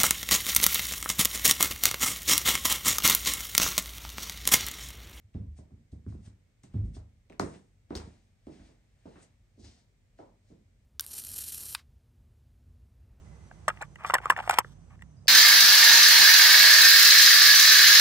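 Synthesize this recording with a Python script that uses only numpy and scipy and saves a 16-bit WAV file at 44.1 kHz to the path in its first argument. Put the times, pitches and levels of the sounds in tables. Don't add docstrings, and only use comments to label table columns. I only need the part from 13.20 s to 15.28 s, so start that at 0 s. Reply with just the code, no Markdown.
import sys
import numpy as np
from scipy import signal
from scipy.fft import rfft, irfft, next_fast_len
from scipy.io import wavfile
from scipy.ndimage import map_coordinates

SR = 44100
rng = np.random.default_rng(int(sys.argv[2]) if len(sys.argv) > 2 else 0)


def gain_from_decibels(decibels):
    exponent = np.asarray(decibels, float) / 20
    return 10 ** exponent


def wrap_up_sound(samples):
    columns = np.atleast_2d(samples).T
    tamed = np.clip(columns, -1, 1)
    steps = np.round(tamed * 32767).astype(np.int16)
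    wavfile.write(sys.argv[1], SR, steps)


N = 91772
MS = 0.001


def unit(x):
    return x / np.sqrt(np.mean(x ** 2) + 1e-20)


def along(points, hz):
    f, value = np.transpose(points)
    return np.interp(np.log(hz + 1), np.log(f + 1), value)


def wobble(rate):
    knots = rng.standard_normal(int(N * rate / SR) + 4)
    return map_coordinates(knots, [np.arange(N) * rate / SR])


def filtered(x, response):
    m = next_fast_len(N + SR // 2)
    spectrum = rfft(x, m) * response(np.fft.rfftfreq(m, 1 / SR))
    return irfft(spectrum, m)[..., :N]


def gate(start, stop, rise):
    t = np.arange(N) / SR
    return np.clip(np.minimum(t - start, stop - t) / rise, 0, 1)


def resonances(peaks):
    def response(f):
        total = 0
        for k, (hz, width, db) in enumerate(peaks):
            total = total + (-1) ** k * gain_from_decibels(db) * 1j * f * width / (hz * hz - f * f + 1j * f * width)
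        return total
    return response


def ports(x, tilt, lead):
    side = np.array([[1], [-1]])

    def response(hz):
        level = gain_from_decibels(side * along(tilt, hz) / 2)
        return level * np.exp(0.5j * side * np.interp(hz, *np.transpose(lead)))
    return filtered(x, response)


GRIP_POWER = 1.31


def ring(modes, t, rise, scatter_db, lasts=1):
    hz, db, t60 = np.transpose(modes)[:, :, None]
    level, tuning, phase = rng.standard_normal((3, len(modes), 1))
    t = np.maximum(t, 0)
    scattered = scatter_db > 0
    decay = gain_from_decibels(db + scatter_db * level - 60 * (t / (t60 * lasts)) ** GRIP_POWER)
    tones = np.sin(2 * np.pi * hz * (1 + 0.019 * scattered * tuning) * t + phase * scattered)
    return (decay * tones).sum(0) * (1 - np.exp(-t / rise))


# start in seconds, peak in dB, shell pitch in Hz, ring t60 in ms, upper shell in dB.
KNOCKS = [(0.3123, -39, 1584, 9.6, -24), (0.314, -39.5, 743, 11.2, -16), (0.48, -18, 643, 15.3, -5.5),
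          (0.4815, -8, 1200, 10.8, -18), (.486, -21, 1710, 13, -6), (0.4914, -18, 1420, 8, -5),
          (0.4996, -27.5, 1275, 35, -4.5), (.573, -48.5, 1980, 14, 3), (.6112, -32.5, 836, 13, -8),
          (0.6177, -31, 1540, 15, -8), (.6238, -27, 1526, 13, -15), (0.6268, -29.5, 1720, 13.6, -17),
          (0.758, -39, 1910, 14.6, -3), (0.806, -43.5, 1250, 15, -20), (1.446, -34, 1727, 7.1, -13),
          (1.447, -37, 1300, 11, -18.5), (1.793, -57.5, 1833, 8.6, -1), (1.811, -50.5, 1843, 11, -16.5),
          (1.822, -41.5, 1920, 16.4, -5),
          (0.847, -20, 1203, 18, -14.5), (0.8539, -24.5, 1185, 17, -10.5), (.899, -14.5, 1256, 12.2, -15),
         (.9035, -22.5, 1075, 13.7, -11), (0.906, -22, 1463, 15.6, -4.5), (0.9375, -10, 1017, 16.8, -21),
         (0.9404, -16, 1865, 24, -13.5), (0.9433, -13.5, 1036, 11.2, -7.5), (0.9479, -17, 1501, 14, -9),
         (0.9519, -10, 1815, 11.2, -12), (0.958, -24, 1704, 24, -8), (0.966, -26.5, 1182, 12, -8.5),
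         (.984, -23.5, 1490, 14.2, -5.5), (1.002, -36.5, 800, 13, -27), (1.0569, -11, 1190, 10, -19.5),
         (1.0674, -24.5, 1211, 11, -20), (1.1004, -4.5, 1025, 18, -8), (1.1034, -11, 1720, 17.5, -9),
         (1.1115, -25, 997, 21, -16.5), (1.1215, -18.5, 1230, 13.6, -23), (1.1332, -27.5, 1200, 6.6, -19.5),
          (1.1642, -23.5, 1790, 14.3, -15), (1.1747, -26.5, 1410, 8.2, -8.5), (1.179, -26.5, 764, 22, -24),
           (1.1893, -17.5, 1450, 5.4, -5.5), (1.1925, -22.5, 910, 9.8, -16.5),
           (1.2015, -19.5, 1598, 6.2, -7.5), (1.2036, -24.5, 818, 17, -28.5), (1.2395, -31.5, 1380, 9, -11),
           (1.2759, -24.5, 720, 19, -9.5), (1.2945, -21, 1460, 21, 0), (1.2967, -10.5, 809, 19, -12.5),
           (1.307, -27.5, 980, 11, -4.5), (1.309, -18.5, 1460, 15, -6), (1.33, -24, 766, 16, -10),
           (1.34, -27.5, 1405, 8.7, -6), (1.3748, -22, 1300, 5.8, -9.5), (1.3859, -8, 960, 12.2, -1),
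           (1.3883, -10, 1273, 11.5, -7.5), (1.4037, -27.5, 985, 9.1, -7.5)]
# pitch in Hz, level in dB, t60 in seconds.
SHELL = [(571, -13.5, 0.025), (888, 0.5, 0.0095), (1382, -4.5, 0.011), (2346, -8, 0.015)]
# pitch in Hz, level in dB, t60 in seconds.
UPPER = [(1720, -5.5, 0.016), (1920, 0, 0.0089), (2756, -1.5, 0.01), (3390, -10.5, 0.0044)]
# start in seconds, level in dB, pitch in Hz.
THUDS = [
    (1.386, -23, 250),
    (1.387, -26, 480),
    (1.1, -33, 300),
    (1.33, -34, 370),
    (2.058, -42, 550),
    (1.447, -37, 430),
    (.614, -39, 300),
    (.94, -33, 220),
    (1.005, -40, 420),
]
# start in seconds, level in dB, pitch in Hz, t60 in seconds.
PING = [(2.0726, -30.5, 4650, 0.0051), (2.0726, -38.5, 2700, 0.006), (2.0726, -43, 3900, 0.0031),
        (2.0726, -47.5, 8970, 0.0052), (2.0726, -51, 13300, 0.0057)]
SHELL_DB, SHELL_RISE_S = -6, 0.00065
USUAL_MS = 15.76
MODE_SCATTER_DB = 3


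def knocks():
    shell, t = np.zeros(N + SR), np.arange(SR // 12) / SR

    def strike(s, sound):
        shell[round(s * SR):][:len(t)] += sound

    for s, db, hz, ms, upper_db in KNOCKS:
        lasts = ms / USUAL_MS
        body = ring(SHELL, t, SHELL_RISE_S, MODE_SCATTER_DB, lasts)
        upper = ring(UPPER, t, SHELL_RISE_S, MODE_SCATTER_DB, lasts)
        pitch = ring([(hz, 0, ms * MS)], t, SHELL_RISE_S, 0)
        strike(s, gain_from_decibels(db + 2) * (pitch + gain_from_decibels(SHELL_DB) * body + gain_from_decibels(upper_db) * upper))
    for s, db, hz in THUDS:
        strike(s, gain_from_decibels(db) * ring([(hz, 0, 0.014)], t, SHELL_RISE_S, 0))
    for s, db, hz, t60 in PING:
        strike(s, gain_from_decibels(db) * ring([(hz, 0, t60)], t, 0.000154, 0))
    return shell[:N]


def burst(t, rise, t60):
    t = np.maximum(t, 0)
    return rng.standard_normal(len(t)) * (1 - np.exp(-t / rise)) * gain_from_decibels(-60 * t / t60)


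# start in seconds, level in dB, rattle t60 in ms, spring over it in dB,
# loudest lip pitch in Hz.
SNAPS = [(.4815, -16, 35, -6, 8440), (0.4993, -36.5, 13, -20, 8050), (0.6146, -31, 21, -16, 4100),
         (0.623, -23.5, 8.1, -7, 7610), (0.7557, -40.5, 11, -7, 6980), (.8456, -40, 8, -20, 3560),
         (0.9372, -21.5, 12, -8, 5230), (.94, -8.5, 30, 1.5, 8350), (0.9535, -26, 8.6, -3, 7930),
         (0.9812, -32.5, 21, -10, 3920), (1.0553, -28, 9, -8.5, 7170), (1.0984, -17, 11, 3, 2870),
         (1.102, -12.5, 29, -3, 8120), (1.1226, -31, 9, -10, 8100), (1.13, -38.5, 8.3, -8, 7900),
         (1.1648, -36.5, 7.1, -9, 3430), (1.1737, -34, 16, -5, 7170), (1.2752, -31, 10.5, -5, 8200),
         (1.2945, -11.5, 19.7, 2, 7150), (1.309, -11.5, 12, -10.5, 8040), (1.342, -31, 11, -8, 8070),
         (1.3859, -4, 25.2, 5, 8590), (1.4017, -33.5, 7.2, -14, 8000), (1.8208, -38, 12.8, -11.5, 7760)]
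# pitch in Hz, width in Hz, level in dB.
METAL = [(3100, 1500, -0.5), (4080, 270, -5.5), (5400, 170, -13.5), (6040, 1400, -4), (7570, 450, -5),
         (8290, 540, -3.5), (9800, 760, -6)]
# pitch in Hz, width in Hz, level in dB.
SPRING = [(11690, 550, -5.5), (13000, 300, -2.5)]
METAL_RISE_S, LIP_DB, LIP_T60_S = 0.0008, -15.5, 0.018
SNAP_DB, SNAP_RISE_S, SNAP_T60_S = 0, 0.00007, 0.0045


def snaps():
    rattle, spring, lip = np.zeros((3, N + SR))
    t = np.arange(SR // 12) / SR
    for s, db, ms, spring_db, hz in SNAPS:
        at = slice(round(s * SR), round(s * SR) + len(t))
        crack = gain_from_decibels(SNAP_DB) * burst(t, SNAP_RISE_S, SNAP_T60_S)
        rattle[at] += gain_from_decibels(db) * (burst(t, METAL_RISE_S, ms * MS) + crack)
        spring[at] += gain_from_decibels(db + spring_db) * burst(t, METAL_RISE_S, 0.74 * ms * MS)
        lip[at] += gain_from_decibels(db + LIP_DB) * ring([(hz, 0, LIP_T60_S)], t, METAL_RISE_S, 0)
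    metal = filtered(np.diff(rattle)[:N], resonances(METAL))
    return lip[:N] + metal + filtered(spring[:N], resonances(SPRING))


# start in seconds, length in seconds, level in dB,
# metal hiss over it in dB.
STROKES = [(0.5, 0.16, -59, -11), (.608, 0.031, -42, -33), (0.783, .03, -54, -17), (0.804, 0.042, -51, -22),
           (0.832, 0.039, -46.5, -13.5), (0.859, 0.057, -44, -4.5), (.912, 0.085, -48.5, -15.5),
           (1.013, 0.13, -46.5, -15.5), (1.14, 0.028, -50.5, -22), (1.161, 0.055, -41, -15.5),
           (1.216, 0.1, -48, -10.5), (1.31, .04, -35.5, -9), (1.344, 0.048, -40.5, -15.5),
           (1.386, 0.032, -42, -39.5), (1.426, 0.11, -68.5, -0.5), (1.699, 0.063, -62, -16)]
# pitch in Hz, width in Hz, level in dB.
WALLS = [(760, 190, 4.5), (1200, 220, 6.5), (1800, 470, 0.5), (2490, 550, -1), (3000, 800, -15)]
GRAINS_PER_S, GRAIN_DB, GRAIN_SPREAD_DB = 1200, 3, 3
RUB_RISE_S = 0.0052


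def scrape():
    slips = rng.random(N) < GRAINS_PER_S / SR
    grains = slips * gain_from_decibels(GRAIN_SPREAD_DB * rng.exponential(size=N)) * rng.choice([-1, 1], N)
    drive = rng.standard_normal(N) + gain_from_decibels(GRAIN_DB) * unit(grains)
    lips, spring = resonances(METAL), resonances(SPRING)
    body = unit(filtered(drive, resonances(WALLS)))
    hiss = unit(filtered(drive, lambda f: lips(f) + gain_from_decibels(-9) * spring(f)))
    press, steel = np.zeros((2, N))
    for s, length, db, hiss_db in STROKES:
        stroke = gate(s, s + length, RUB_RISE_S)
        press += gain_from_decibels(db) * stroke
        steel += gain_from_decibels(db + hiss_db) * stroke
    return gain_from_decibels(1.5 * wobble(90)) * (press * body + steel * hiss)


YARD_DB, YARD_T60_S, YARD_LATE_S, YARD_TOP_HZ = -11, 0.056, 0.0036, 3070


def yard(x):
    t = np.arange(SR // 4) / SR
    tail = rng.standard_normal((2, len(t))) * gain_from_decibels(-60 * t / YARD_T60_S) * (t > YARD_LATE_S)
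    answer = signal.fftconvolve(x[None], tail / np.linalg.norm(tail[0]), axes=1)[:, :N]
    return gain_from_decibels(YARD_DB) * filtered(answer, lambda hz: 1 / (1 + (hz / YARD_TOP_HZ) ** 2) ** 2)


# frequency in Hz, level in dB per Hz.
TRAFFIC = [(13, -76.5), (22, -48.5), (102, -11.5), (125, -18.5), (167, -15), (700, -58.5), (910, -79.5),
           (1540, -120)]
# pitch in Hz, wander in Hz, level in dB.
HUM = [(60, 7.6, -55), (98, 7.3, -57.5), (146.7, 14, -58)]
TRAFFIC_DB = -56.5


def traffic():
    rumble = unit(filtered(rng.standard_normal(N), lambda hz: gain_from_decibels(along(TRAFFIC, hz))))
    hums = np.zeros(N)
    for hz, wander, db in HUM:
        phase = 2 * np.pi * np.cumsum(hz + wander * wobble(20)) / SR
        hums += gain_from_decibels(db + 3 * wobble(16)) * np.sin(phase)
    return gain_from_decibels(TRAFFIC_DB + 0.34 * wobble(1.3)) * rumble + hums


def band(hz, width_hz):
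    return unit(filtered(rng.standard_normal(N), lambda f: np.exp(-((f - hz) / width_hz) ** 2)))


# frequency in Hz, level in dB per Hz.
LEAVES = [(170, -30.5), (330, -8), (1070, -15.5), (1700, -21.5), (3800, -29), (8300, -27.5), (9500, -31),
          (10500, -52.5), (12200, -39.5), (15000, -59)]
# time in seconds, level in dB.
BREEZE = [(0, -63.5), (.45, -62), (.7, -65), (1.5, -67), (1.65, -68), (2.08, -70)]
# start in seconds, stop in seconds, pitch in Hz, width in Hz, level in dB.
INSECTS = [
    (0, 2.08, 6050, 300, 0),
    (.05, .6, 2030, 60, 2),
    (1.965, 2.0, 5000, 60, 6),
    (2.0, 2.07, 5000, 110, -2),
    (1.64, 1.76, 7750, 150, -4),
]
INSECT_DB = -80


def trees():
    breeze_db = np.interp(np.arange(N) / SR, *np.transpose(BREEZE))
    leaves = unit(filtered(rng.standard_normal(N), lambda hz: gain_from_decibels(along(LEAVES, hz))))
    bugs = np.zeros(N)
    for start, stop, hz, width, db in INSECTS:
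        level = gain_from_decibels(INSECT_DB + db + 3 * wobble(35))
        bugs += level * gate(start, stop, 0.0059) * band(hz, width)
    return gain_from_decibels(breeze_db + 0.56 * wobble(36)) * leaves + bugs


# frequency in Hz, left-right likeness from 0 to 1.
FAR_ALIKE = [(60, .9), (380, .6), (2380, .2)]
# frequency in Hz, left over right in dB.
FAR_TILT = [(60, -6.5), (380, -5.5), (2380, -1), (15000, -2)]
# frequency in Hz, lead of the left in radians.
FAR_LEAD = [(0, 0), (400, -1.2)]


def far(source):
    def mid_side(hz):
        turn = np.arccos(np.clip(along(FAR_ALIKE, hz), -1, 1)) / 2
        return np.array([np.cos(turn), np.sin(turn)])
    mid, side = filtered(np.array([source(), source()]), mid_side)
    return ports(np.array([mid + side, mid - side]), FAR_TILT, FAR_LEAD)


# frequency in Hz, left over right in dB.
TILT = [(300, -7), (700, -2), (1200, .5), (3000, 1), (6000, -1), (15000, 0)]
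# frequency in Hz, lead of the left in radians.
LEAD = [(780, .8), (1300, -.5), (1900, -1.0), (2580, -2.8), (3450, -1.2), (4130, -4.9), (5500, -4.7),
        (6550, -1.1), (16000, 9.8)]
NEAR_LOW_HZ = 246


def scene():
    contacts = knocks() + snaps() + scrape()
    near = filtered(contacts, lambda hz: (1j * hz / (NEAR_LOW_HZ + 1j * hz)) ** 2)
    return ports(near, TILT, LEAD) + yard(near) + far(traffic) + far(trees)


def roll_off(x):
    return signal.sosfilt(signal.butter(12, 16480, fs=SR, output="sos"), x)


CLIP_TOP, MIC_TOP_HZ, MIC_SLOPE = 0.85, 14300, 8


def record(dry):
    rounded = dry / (1 + np.abs(dry / CLIP_TOP) ** 4) ** 0.31
    heard = filtered(rounded, lambda hz: 1 / (1 + (hz / MIC_TOP_HZ) ** MIC_SLOPE))
    return roll_off(heard)


dry = scene()
out = record(dry)
wrap_up_sound(out)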